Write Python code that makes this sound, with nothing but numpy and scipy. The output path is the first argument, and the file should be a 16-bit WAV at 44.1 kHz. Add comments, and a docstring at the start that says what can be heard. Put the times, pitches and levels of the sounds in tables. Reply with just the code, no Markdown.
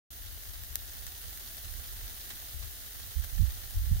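"""Fine sleet on a snowy wooden deck and the field beyond, from a hand-held stereo microphone.
After a moment's silence, countless tiny grains merge into a bright hiss, and a light breeze buffets
the two microphone ports in turn. Pellets tap the boards and rattle stiff leaves throughout.
A few grains tick close by, one sharply within the first second. Near the end the breeze picks up."""
import sys
import numpy as np
from scipy import signal
from scipy.fft import rfft, irfft
from scipy.io import wavfile

SR = 44100
rng = np.random.default_rng(int(sys.argv[2]) if len(sys.argv) > 2 else 0)


def materialize(psi):
    """Save the field psi as 16-bit PCM at rate SR to the path in sys.argv[1].

    A 1-D psi becomes a single channel; in a 2-D psi each row is a channel.
    """
    bounded = np.clip(np.atleast_2d(psi).T, -1, 1)
    quanta = np.round(bounded * 32767).astype(np.int16)
    wavfile.write(sys.argv[1], SR, quanta)


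N = 176400

# colour of the patter at each port: f/Hz, left relative level/dB, right relative level/dB
PATTER_COLOUR = [(150, -5.5, -7), (302, -7.5, -6.5), (493, -11.5, -10.5), (730, -8.5, -6), (960, -14, -13),
                 (1340, -9, -4.5), (1900, -6, -2), (2420, -10.5, -14.5), (2960, -4, -7.5), (3860, -5, -2),
                 (5200, -3.5, -10), (6350, -6.5, -2), (7760, -14, -7), (9100, -4.5, -3), (10470, -8, -2.5),
                 (11700, -2, -1), (13000, -2, -1), (14900, 2, 3), (15800, -1, -1.5)]
# how thickly the sleet falls, a gain on hiss, grains and leaves: t/s, level/dB
SLEET_FALL = [(.1, -1.5), (.7, -1), (1.3, 0.5), (2.1, 1), (2.8, 0), (3.4, 0.56), (4, 0.5)]
# likeness of the hiss at the two ports: f/Hz, correlation (-1..1)
PORT_LIKENESS = [(100, 1), (200, 1), (380, 1), (700, 0.59), (1290, -0.39), (2400, 0.13), (15000, -0.056)]
# grains landing close to the microphone: t/s, level/dB, left minus right/dB
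CLOSE_TICKS = [(0.435, -37, 7), (.4885, -38, 0), (0.535, -37, 4), (0.636, -34, -6), (0.7561, -18, 1),
               (1.067, -31, 4), (1.374, -33, -3), (1.5690, -35, 6), (1.739, -36, 3), (3.2388, -33, 1),
               (3.245, -35, 16), (3.708, -36, 4)]
# colour of a tick: f/Hz, relative level/dB
TICK_COLOUR = [(300, -31), (1000, -25), (1700, -11), (2300, -16), (4500, -16), (7000, -14), (8300, -14),
               (10500, -15), (12300, -6.5), (15000, -5.5)]
# a tick's first strike, then its rebounds and echoes: delay/s, relative level/dB
TICK_REBOUNDS = [(0, 0), (.0015, -13), (.0046, -22), (.0099, -18)]
# heavier pellets on the deck: t/s, level/dB, left minus right/dB
DECK_TAPS = [(0.261, -62, -3), (0.584, -63, -8), (1.066, -53, -2), (1.237, -56, -1), (1.375, -63, -6),
             (1.645, -53, -1), (1.797, -57, -6), (2.303, -45, -1.5), (2.626, -50, -1), (2.996, -55, -2),
             (3.111, -54, -4), (3.24, -62, -3), (3.467, -55, -4), (3.571, -55, 1)]
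# colour of a tap on the boards: f/Hz, relative level/dB
BOARD_COLOUR = [(200, -13), (450, -4.5), (1000, -8), (1750, 0), (2350, -7), (3200, -2.5), (5500, -6),
                (9000, -9.5), (15000, -26)]
# puffs of wind on the microphone: t/s, length/s, level/dB, port (left or right)
PUFFS = [(0.195, 0.18, -44, "left"), (0.468, 0.027, -38.5, "left"), (0.543, 0.097, -42.5, "left"),
         (0.704, 0.02, -38.5, "left"), (0.76, 0.13, -45, "left"), (0.951, 0.13, -43, "right"),
         (1.236, 0.064, -42.5, "right"), (1.64, .16, -38.5, "right"), (1.86, 0.25, -46.5, "left"),
         (1.887, 0.095, -43.5, "right"), (2.019, 0.035, -37.5, "right"), (2.538, 0.11, -37, "left"),
         (2.661, 0.031, -43.5, "left"), (2.96, .13, -46, "right"), (3.161, 0.036, -24.5, "right"),
         (3.208, 0.085, -40, "right"), (3.327, 0.081, -29.5, "right"), (3.387, 0.045, -17.5, "right"),
         (3.444, 0.042, -28.5, "right"), (3.497, 0.043, -38.5, "left"), (3.528, 0.33, -42.5, "right"),
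         (3.753, 0.039, -26, "left"), (3.758, 0.21, -28, "right"), (3.865, 0.12, -31, "left"),
         (3.906, 0.013, -17.5, "right")]
# colour of gentle buffeting: f/Hz, relative level/dB
SOFT_PUFF_COLOUR = [(10, -30), (25, -2.5), (42, 6), (75, 2.5), (112, -12), (145, -21), (200, -42.5),
                    (300, -42), (600, -72), (2000, -92)]
# a hard puff sheds smaller, faster eddies: f/Hz, relative level/dB
HARD_PUFF_COLOUR = [(10, -28), (25, -14), (42, -3), (78, 7), (120, -1.5), (165, -4.5), (210, -19),
                    (300, -39), (600, -66), (2000, -97)]


def hiss(level_db=-44.5):
    """Grains far out on the field merge into a smooth wash, alike at both ports in the bass."""
    common, separate = rfft(rng.standard_normal((2, N)))
    likeness = np.clip(at_hz(PORT_LIKENESS, np.fft.rfftfreq(N, 1 / SR)), -1, 1)
    right = likeness * common + np.sqrt(1 - likeness ** 2) * separate
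    return amp(level_db) * unit(ports(irfft([common, right], N)))


def grains(spots=24, per_s=2200, decay_s=0.00034, side_db=4, level_db=-49):
    """Nearer grains patter from spots left to right, each spot with its own tiny crunch."""
    out, t = np.zeros((2, N)), np.arange(256) / SR
    for side in np.linspace(-1, 1, spots):
        crunch = rng.standard_normal((2, len(t))) * np.exp(-t / decay_s) * pan(side * side_db)
        out += strike(landings(per_s / spots, spread_db=3, largest=4.55), unit(crunch))
    return amp(level_db) * unit(ports(out))


def ticks():
    """Grains right by the microphone strike with a bright tick and rebound."""
    out = np.zeros((2, N))
    for s, db, pan_db in CLOSE_TICKS:
        for delay, rebound_db in TICK_REBOUNDS:
            tick = impact(TICK_COLOUR, rise_s=.00022, decay_s=.0006)
            add(out, s + delay, tick * amp(db + rebound_db) * pan(pan_db))
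    return out


def taps(spots=6, faint_per_s=45, faint_db=-60, rise_s=0.00034):
    """Pellets knock dully on the deck boards: many faint, some distinct."""
    out = np.zeros((2, N))
    for _ in range(spots):
        hits = landings(faint_per_s / spots, spread_db=1, largest=7.3)
        out += strike(hits, impact(BOARD_COLOUR, rise_s, decay_s=0.0037))
    out = amp(faint_db) * unit(out)
    for s, db, pan_db in DECK_TAPS:
        add(out, s, impact(BOARD_COLOUR, rise_s, decay_s=0.012) * amp(db) * pan(pan_db))
    return out


def breeze(rise_s=0.0146, fall_s=0.027, calm_db=-50.5, hard_db=-16, steady_s=0.038):
    """Low turbulence on the microphone, separate at each port, swells and rises in pitch with each puff."""
    t, power = np.arange(N) / SR, np.full((2, N), amp(calm_db) ** 2)
    for s, length, db, port in PUFFS:
        onset = np.clip((t - s) / rise_s + .5, 0, 1)
        tail = np.exp(-np.maximum(t - s - length, 0) / fall_s)
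        power[int(port == "right")] += (amp(db) * onset * tail) ** 2
    air, hz = rfft(rng.standard_normal((2, N))), np.fft.rfftfreq(N, 1 / SR)
    soft = unit(irfft(air * amp(at_hz(SOFT_PUFF_COLOUR, hz)), N))
    hard = unit(irfft(air * amp(at_hz(HARD_PUFF_COLOUR, hz)), N))
    hardness = power / (power + amp(hard_db) ** 2)
    eddies = soft + (hard - soft) * hardness
    # even out the eddies so that the puffs set the level
    window = np.hanning(int(2 * steady_s * SR))[None]
    eddy_power = signal.fftconvolve(eddies ** 2, window / window.sum(), "same", axes=1)
    return eddies * np.sqrt(power / eddy_power)


def leaves(count=16, low_hz=3120, high_hz=6900, width_hz=1560, decay_s=0.0039, per_s=110, level_db=-58.5):
    """Grains rattle on the tree beside the deck; each stiff leaf rings briefly at its own pitch."""
    out, t = np.zeros((2, N)), np.arange(1024) / SR
    for hz in np.geomspace(low_hz, high_hz, count):
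        pole = np.exp((2j * hz - width_hz) * np.pi / SR)
        burst = rng.standard_normal((2, len(t))) * np.exp(-t / decay_s)
        ring = signal.lfilter([1], [1, -pole], burst).real
        out += strike(landings(per_s / count, spread_db=5.5, largest=2.5), unit(ring))
    return amp(level_db) * unit(ports(out))


def landings(per_s, spread_db, largest):
    """Random impulses, mostly small, the biggest raised by largest * spread_db."""
    signed_hits = (rng.random(N) < per_s / SR) * rng.choice([-1, 1], N)
    return signed_hits * amp(spread_db * np.minimum(rng.exponential(1, N), largest))


def strike(hits, sound):
    """Sets off a stereo sound at every landing."""
    return signal.oaconvolve(hits[None], sound, axes=1)[:, :N]


def impact(spectrum, rise_s, decay_s, size=2048):
    """A short crunch in each channel, with rms about 1 over its main decay."""
    t = np.arange(size) / SR
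    envelope = (1 - np.exp(-t / rise_s)) ** 2 * np.exp(-t / decay_s)
    bursts = rng.choice([-1., 1.], (2, size)) * envelope
    return np.array([unit(colour(burst, spectrum)) for burst in bursts]) * np.sqrt(2 * decay_s * SR / size)


def ports(x):
    """Gives each channel the colour of the patter at its microphone port."""
    return np.array([colour(x[0], PATTER_COLOUR, column=1), colour(x[1], PATTER_COLOUR, column=2)])


def colour(x, spectrum, column=1, size=4096):
    """Causal filter of unit energy with the given spectrum."""
    log_gain = np.log(amp(at_hz(spectrum, abs(np.fft.fftfreq(size, 1 / SR)), column)))
    minimum_phase = np.exp(np.conj(signal.hilbert(log_gain)))
    response = np.fft.ifft(minimum_phase).real[:size // 2]
    return signal.fftconvolve(x, response / np.linalg.norm(response))[:len(x)]


def at_hz(table, hz, column=1):
    """Reads a column of a table on a log-frequency axis."""
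    columns = np.transpose(table)
    return np.interp(np.log(hz + 1), np.log(columns[0]), columns[column])


def add(mix, s, sound):
    """Mixes a stereo sound in at time s."""
    part = mix[:, round(s * SR):][:, :sound.shape[1]]
    part += sound[:, :part.shape[1]]


def pan(db):
    """Left and right gains, db apart."""
    return amp(db * np.array([[.5], [-.5]]))


def amp(db):
    """Decibels to gain."""
    return 10 ** (np.asarray(db) / 20)


def unit(x):
    """Scales to rms 1."""
    return x / np.sqrt(np.mean(x ** 2) + 1e-20)


def scene():
    """Sleet near and far, heard from the deck, with the breeze on the microphone."""
    fall = amp(np.interp(np.arange(N) / SR, *np.transpose(SLEET_FALL)))
    return fall * (hiss() + grains() + leaves()) + ticks() + taps() + breeze()


def record(dry, start_s=.1055, edge_hz=15850):
    """The microphone is silent until start_s; the top treble is cut off steeply."""
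    live = dry * (np.arange(N) / SR >= start_s)
    lowpass = signal.firwin(511, edge_hz, window=("kaiser", 9), fs=SR)
    return signal.oaconvolve(live, lowpass[None], "same")


dry = scene()
out = record(dry)
materialize(out)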